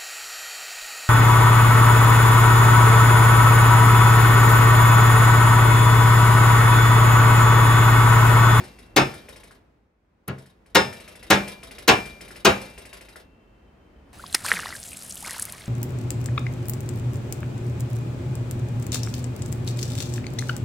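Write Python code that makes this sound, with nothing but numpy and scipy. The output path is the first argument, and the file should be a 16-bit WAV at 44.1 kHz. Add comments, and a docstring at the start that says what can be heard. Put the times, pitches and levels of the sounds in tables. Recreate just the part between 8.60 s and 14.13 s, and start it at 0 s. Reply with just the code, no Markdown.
"""A hammered punch on a pin in a cast metal linkage, heard close to a workbench over a low workshop murmur.
A blow from just before the start dies away; six more follow to 3.8 s, the second far softer but boomy. Each is
dense noise bands with a crack, plus decaying sines for the link, frame, stand and bench. Between and after
them a loose part ticks about 13 times a second (short sine knocks and noise) and small hardware jingles (sparse
impulses). Some blows leave a thin tone; from 4.1 s a faint noise whine fades in; at 5.4 s a hand stirs the hardware."""
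import sys
import numpy as np
from scipy import signal
from scipy.fft import rfft, irfft, next_fast_len
from scipy.io import wavfile

SR = 44100
rng = np.random.default_rng(int(sys.argv[2]) if len(sys.argv) > 2 else 0)


def store_wav(level_fs):
    """Save 16-bit WAV to argv[1]."""
    pcm = np.round(np.clip(np.atleast_2d(level_fs), -1, 1) * 32767)
    wavfile.write(sys.argv[1], SR, pcm.T.astype(np.int16))


def elevation(decibels):
    """Turn decibel levels (scalar or array-like) into linear amplitude ratios."""
    levels = np.asarray(decibels, float)
    return 10 ** (levels / 20)


N = 243873


def evened(x):
    """Scales to unit rms."""
    return x / np.sqrt(np.mean(x ** 2) + 1e-20)


def read(points, hz, column=1):
    """Reads a table on a log frequency axis."""
    points = np.transpose(points)
    return np.interp(np.log(hz + 1), np.log(points[0] + 1), points[column])


def curve(rows):
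    """Reads a table of (s, value) at every sample."""
    return np.interp(np.arange(N) / SR, *np.transpose(rows))


def add(mix, start_s, sound):
    """Mixes a sound in at start_s, cutting what falls outside the mix."""
    at = round(start_s * SR)
    part = mix[max(at, 0):][:len(sound) + min(at, 0)]
    part += sound[max(-at, 0):][:len(part)]


def coloured(x, gain):
    """Filters by a gain given as a function of Hz."""
    size = next_fast_len(x.shape[-1])
    spectrum = rfft(x, size) * gain(np.fft.rfftfreq(size, 1 / SR))
    return irfft(spectrum, size)[..., :x.shape[-1]]


def swell(start_s, db, rise_s, t60_s=np.inf):
    """Power over time of something that builds from start_s and dies away."""
    coarse = np.arange(0, N + 64, 64)
    t = np.maximum(coarse / SR - start_s, 0)
    level = elevation(db - 60 * t / t60_s) * (1 - np.exp(-(t / rise_s) ** 2))
    return np.interp(np.arange(N), coarse, level ** 2)


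def knocks(t, per_s, uneven_db):
    """Sparse sharp contacts of uneven size and random sign; unit rms."""
    draw, size, sign = rng.random((len(t), 3)).T
    sizes = elevation(-uneven_db * np.log(size + 1e-2))
    return evened((draw < per_s / SR) * sizes * np.sign(sign - .5))


def ring(modes, t, rise_s, spread_db):
    """Decaying sines that build while the parts still collide; share and phase vary with each contact."""
    out = np.zeros(len(t))
    for hz, db, t60_s in modes:
        share, cycles = rng.standard_normal(2)
        decay = elevation(db + spread_db * share - 60 * t / t60_s)
        out += decay * np.sin(2 * np.pi * (hz * t + cycles))
    return (1 - np.exp(-t / rise_s)) * out


def fuzzy(modes, t, rise_s, t60_s):
    """Many tiny contacts, as noise in a few resonances, each one's share left to chance."""
    shares = elevation(1.5 * rng.standard_normal(len(modes)))

    def gain(f):
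        return sum(share * elevation(db) / (1 + (2 * (f - hz) / width_hz) ** 2)
                   for (hz, width_hz, db), share in zip(modes, shares))

    noise = evened(coloured(rng.standard_normal(len(t)), gain))
    return noise * (1 - np.exp(-t / rise_s)) * elevation(-60 * t / t60_s)


# Murmur spectrum. Each row: frequency in Hz, relative density in dB per Hz.
MURMUR_SPECTRUM = [(12, -68.5), (20, -33), (49, 2.5), (145, -10), (197, -7), (431, -11.5), (510, -13.5),
                   (2570, -28), (2800, -33), (11000, -50), (15800, -51)]
# Murmur sinking and swelling. Each row: time in seconds, level in dB.
MURMUR_LEVEL = [(0, -56.5), (.6, -51.5), (.95, -57.5), (1.35, -70), (1.65, -65.5), (2.5, -54.5), (3.7, -51),
                (4.8, -58), (5.53, -55)]
# Left-right likeness of the murmur. Each row: frequency in Hz, likeness from 0 to 1.
MURMUR_LIKENESS = [(60, 1), (240, 0.87), (950, 0.083), (3770, 0.11), (15000, 0.048)]


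def air():
    """Low workshop murmur: filtered noise, alike in both ears in the bass, mostly apart above."""
    def same(f):
        return np.clip(read(MURMUR_LIKENESS, f), 0, 1)

    left, other = rng.standard_normal((2, N))
    right = coloured(left, same) + coloured(other, lambda f: np.sqrt(1 - same(f) ** 2))
    murmur = coloured(np.array([left, right]), lambda f: elevation(read(MURMUR_SPECTRUM, f)))
    return elevation(curve(MURMUR_LEVEL)) * evened(murmur)


# Whine fading in. Its values: start in seconds, level in dB, rise in seconds.
WHINE_FADE = (4.1, -80, 0.59)


def whine():
    """Faint fuzzy whine: a narrow band of noise high in the murmur."""
    noise = coloured(rng.standard_normal(N), lambda hz: 1 / (1 + ((hz - 3075) / 70) ** 2))
    return np.sqrt(swell(*WHINE_FADE)) * evened(noise)


# Thin rings left by some blows. Each row: start in seconds, end in seconds, level in dB.
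THIN_RINGS = [(-.14, .37, -64), (2.15, 2.71, -59), (3.85, 5.6, -59)]


def thin_ring():
    """A lightly damped pure tone left by some blows, cut off at each row's end."""
    tone = np.sqrt(2) * np.sin(2 * np.pi * 2704 * np.arange(N) / SR)
    power = np.zeros(N)
    for start_s, end_s, db in THIN_RINGS:
        power += swell(start_s, db, rise_s=.02, t60_s=3.3) * (np.arange(N) / SR < end_s)
    return np.sqrt(power) * tone


# Spectrum of rattling hardware. Each row: frequency in Hz, relative density in dB per Hz.
RATTLE_SPECTRUM = [(180, -35.5), (300, -6), (447, 1.5), (974, -9.5), (2270, -9.5), (5290, -10.5),
                   (7370, -18.5), (8700, -14), (14300, -15.5), (15800, -33)]
# Hardware shaken by a blow, then by a tick. Values: level against the event in dB, rise in seconds, t60 in seconds.
SHAKEN_BY_BLOW = (-24.5, .04, 0.86)
SHAKEN_BY_TICK = (-21, 0.046, 0.28)
# A hand stirs the hardware. 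Its values: start in seconds, level in dB, rise in seconds.
STIRRED = (5.4, -67, 0.154)


def jingle():
    """Small hardware shivers in dense tiny contacts, powered by the blows, the ticks and a hand."""
    shiver = coloured(knocks(np.arange(N), 5200, 0.7), lambda f: elevation(read(RATTLE_SPECTRUM, f)))
    power = swell(*STIRRED)
    for events, shaken in (BLOW_EVENTS, SHAKEN_BY_BLOW), (TICK_EVENTS, SHAKEN_BY_TICK):
        relative_db, rise_s, t60_s = shaken
        for start_s, db, *_ in events:
            power += swell(start_s, db + relative_db, rise_s, t60_s)
    return np.sqrt(power) * evened(shiver)


# Ticks of the rocking part. Each row: start in seconds, level in dB, knock pitch in Hz.
TICK_EVENTS = [(0.0385, -39.5, 1730), (0.1867, -43.5, 2214), (0.2578, -54.5, 2159), (0.5381, -37, 1773),
               (0.686, -36.5, 2200), (0.7596, -40, 2200), (0.834, -41.5, 2200), (0.9085, -42.5, 1466),
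               (1.7812, -44, 1790), (1.8579, -49, 1770), (2.0596, -52.5, 2050), (2.327, -35, 1774),
               (2.3999, -38.5, 2315), (2.4772, -37, 2200), (2.5536, -40, 2110), (2.6271, -37.5, 2060),
               (2.8771, -29.5, 2380), (3.03, -35, 2403), (3.1097, -35.5, 2330), (3.1829, -34, 2394),
               (3.4553, -35, 2310), (3.6079, -35, 2191), (3.679, -39.5, 2260), (3.707, -36, 1640),
               (3.7585, -36.5, 2200), (4.0124, -33.5, 2250), (4.0953, -44, 2404), (4.1775, -36, 2227),
               (4.2524, -38.5, 2180), (4.329, -34.5, 2324), (4.4092, -39.5, 2250), (4.4857, -41, 2240),
               (4.5578, -35.5, 1620)]
# Resonances of the loose part. Each row: frequency in Hz, width in Hz, relative level in dB.
LOOSE_PART = [(2200, 400, -8), (5280, 120, 2), (6900, 81, -5), (7750, 420, -9.5), (8600, 650, -4),
              (10660, 930, -2)]
# Resonances of its other edge. 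Each row: frequency in Hz, width in Hz, relative level in dB.
OTHER_EDGE = [(3810, 200, -2), (10600, 600, -8)]


def tick(level_db, hz):
    """A three-cycle knock, a short rattle of the parts it shakes, and a softer touch if it rocks back."""
    back_s, flat_below_hz, flat_rattle_db = .038, 1700, -3
    t = np.arange(SR // 5) / SR
    knock = np.sin(2 * np.pi * hz * t) * np.sin(np.pi * np.minimum(t * hz / 2.9, 1))
    hiss = evened(coloured(rng.standard_normal(len(t)), lambda f: elevation(read(RATTLE_SPECTRUM, f))))
    rattle = hiss * (1 - np.exp(-t / .002)) * elevation(-8.5 - 60 * t / 0.13)
    again = elevation(-4.5) * rattle
    rocks = hz > flat_below_hz  # a lower tick is the part landing flat
    if rocks:
        again += elevation(-15) * fuzzy(OTHER_EDGE, t, rise_s=.004, t60_s=.09)
    add(rattle, back_s, again)
    add(rattle, .002, elevation(-12.5) * fuzzy(LOOSE_PART, t, rise_s=0.00067, t60_s=0.13))
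    if not rocks:
        rattle *= elevation(flat_rattle_db)
    return elevation(level_db) * (knock + rattle)


# Collisions of punch, pin and linkage. Each row: band in Hz, relative level in dB, t60 of the tail in seconds.
CLATTER_BANDS = [(40, -34.5, 0.2), (83.9, -9.5, 0.4), (154, -13.5, 0.6), (290, -6.5, 0.4), (620, -11, 0.44),
                 (980, -9.5, 0.32), (1760, -9, 0.23), (3170, -11, 0.28), (5080, -15, 0.23),
                 (7060, -16.5, 0.31), (9500, -33, 0.067), (11300, -23, 0.39), (13500, -27, 0.067),
                 (16000, -38.5, .1)]


def clatter(t, brightness_db, hold_s, rise_s):
    """Dense collisions in overlapping bands: treble rises soonest, bass swells late."""
    noise = knocks(t, 3000, 0.81)
    out = np.zeros(len(t))
    for k, (hz, db, t60_s) in enumerate(CLATTER_BANDS):
        share = [(row[0], float(j == k)) for j, row in enumerate(CLATTER_BANDS)]
        band = evened(coloured(noise, lambda f: np.sqrt(read(share, f))))
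        rise = 1 - np.exp(-(t / (rise_s * (1000 / hz) ** 0.61)) ** 2)
        fall_db = -60 * np.maximum(t - hold_s, 0) / t60_s
        fall = elevation(3.5 * fall_db) + elevation(fall_db - 8.5)  # the collisions stop fast, a thinner tail stays
        out += elevation(db + brightness_db * np.log2(hz / 1000)) * band * rise * fall
    return out


def crack(over_firm_db):
    """Steel crack as the punch meets the pin: a short burst of treble noise."""
    t = np.arange(SR // 50) / SR
    # a softer blow's crack is spared 0.43 of the loss in dB
    burst = rng.standard_normal(len(t)) * elevation(12.5 - 0.43 * over_firm_db)
    burst *= (1 - np.exp(-t / 0.0015)) * elevation(-60 * t / 0.018)
    return signal.sosfilt(signal.butter(2, [10200, 15500], "band", fs=SR, output="sos"), burst)


# Blows. Each row: start in seconds, strength in dB, then link ring, stand ring and bench boom in dB.
BLOW_EVENTS = [(-.14, -17.5, -1, -10.5, -7), (0.3604, -16, 5.5, -5, 0.5), (1.675, -37, -15.5, -15.5, 14.5),
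               (2.1467, -15.5, 9, -4.5, -7), (2.6998, -14.5, -1.5, 2.5, -7.5), (3.2755, -14, 2.5, 5, -16.5),
               (3.8465, -14, -6, -1.5, -15.5)]
# Modes of steel stand, bench top, steel link, cast frame. Each row: frequency in Hz, relative level in dB, t60 in s.
STAND_MODES = [(2370, -18, 0.7), (7745, -34, 0.4)]
BENCH_MODES = [(135, -4, .33)]
LINK_MODES = [(1788, -23, 0.44), (2153, -16, .2), (3552, -18, .25), (5193, -16, .3), (6697, -25, .22),
              (8185, -28, 0.3)]
FRAME_MODES = [(200, -13, 0.4), (315, -5, 0.2), (368, -10, 0.3), (404, -3.5, 0.2), (550, -11, 0.2),
               (768, -9, .19), (1063, -9, .18), (1235, -14, 0.2), (1408, -7, 0.17), (1670, -14, 0.2),
               (1852, -13, .17), (2860, -13, .13), (3833, -16, .22), (8708, -30, .2)]


def blow(strength_db, link_db, stand_db, boom_db):
    """Returns the clear rings of the parts, and the clatter with the crack; softer blows are duller."""
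    t = np.arange(SR) / SR
    over_firm_db = strength_db + 16  # a firm blow is -16 dB
    brightness_db = 0.17 * over_firm_db  # per octave
    rings = elevation(stand_db) * ring(STAND_MODES, t, rise_s=0.033, spread_db=.3)
    add(rings, .004, elevation(boom_db) * ring(BENCH_MODES, t, rise_s=.012, spread_db=.3))
    add(rings, .008, elevation(link_db) * ring(LINK_MODES, t, rise_s=0.0014, spread_db=0.5))
    frame = elevation(1) * ring(FRAME_MODES, t, rise_s=.004, spread_db=3.6)
    add(rings, .002, coloured(frame, lambda f: elevation(brightness_db * np.log2(f / 1000 + .1))))
    body = clatter(t, brightness_db, hold_s=0.016, rise_s=0.0093)
    add(body, .004, crack(over_firm_db))
    return elevation(strength_db) * rings, elevation(strength_db) * body


# Reflections. Each row: frequency in Hz, relative level in dB, t60 in seconds.
ROOM_BANDS = [(100, -23, 0.37), (280, -8, 0.067), (650, 3, 0.15), (2500, 1, 0.24), (6000, -6, 0.033),
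              (12170, -24.5, 0.068)]


def room(x):
    """Sparse reflections of random sign, other ones for each ear, each band dying at its own speed."""
    first, gap = 120, 20  # samples
    taps = np.zeros((2, SR // 2))
    at = np.arange(first, SR // 2 - gap, gap)
    at = at + rng.integers(0, gap, (2, len(at)))
    np.put_along_axis(taps, at, rng.choice([-1., 1.], at.shape), 1)
    hz, t, z = signal.stft(taps, SR, nperseg=512)
    t60_s = read(ROOM_BANDS, hz, column=2)[:, None]
    decay = elevation(read(ROOM_BANDS, hz)[:, None] - 60 * t / t60_s) / np.sqrt(150 * t60_s)
    tail = signal.istft(z * decay, SR, nperseg=512)[1]
    tail[:, :first] = 0
    return signal.oaconvolve(x[None], tail, axes=1)[:, :len(x)]


# Balance of the two ports, scaled by side. Each row: frequency in Hz, left over right in dB.
PORT_BALANCE = [(60, 1.5), (150, 1.5), (380, -1), (950, 4.5), (2380, 6), (5980, 5), (15000, -3)]


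def port(bench, side):
    """One microphone port: level by frequency and a time shift, as the right port is further from the bench."""
    lead_s = side * 2.7e-5
    return coloured(bench, lambda f: elevation(side * read(PORT_BALANCE, f)) * np.exp(2j * np.pi * f * lead_s))


def scene():
    """The bench reaches two microphone ports a little apart, plus its reflections and the murmur."""
    bench = jingle()
    for start_s, *row in TICK_EVENTS:
        add(bench, start_s, tick(*row))
    echoes = room(bench)
    bench += whine() + thin_ring()
    for start_s, *row in BLOW_EVENTS:
        rings, body = blow(*row)
        add(bench, start_s, rings)
        add(bench, start_s, body)
        add(echoes.T, start_s, room(body).T)  # hands and tools move, so each blow reflects a little differently
    return np.array([port(bench, 0.45), port(bench, -0.54)]) + echoes + air()


def top_cut(x):
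    """Nothing passes above the cut-off."""
    return signal.sosfilt(signal.butter(12, 15950, fs=SR, output="sos"), x)


def record(dry):
    """The loudest peaks saturate softly."""
    mix = 1.415 * np.tanh(dry / 1.059)
    return top_cut(mix)


dry = scene()
out = record(dry)
store_wav(out)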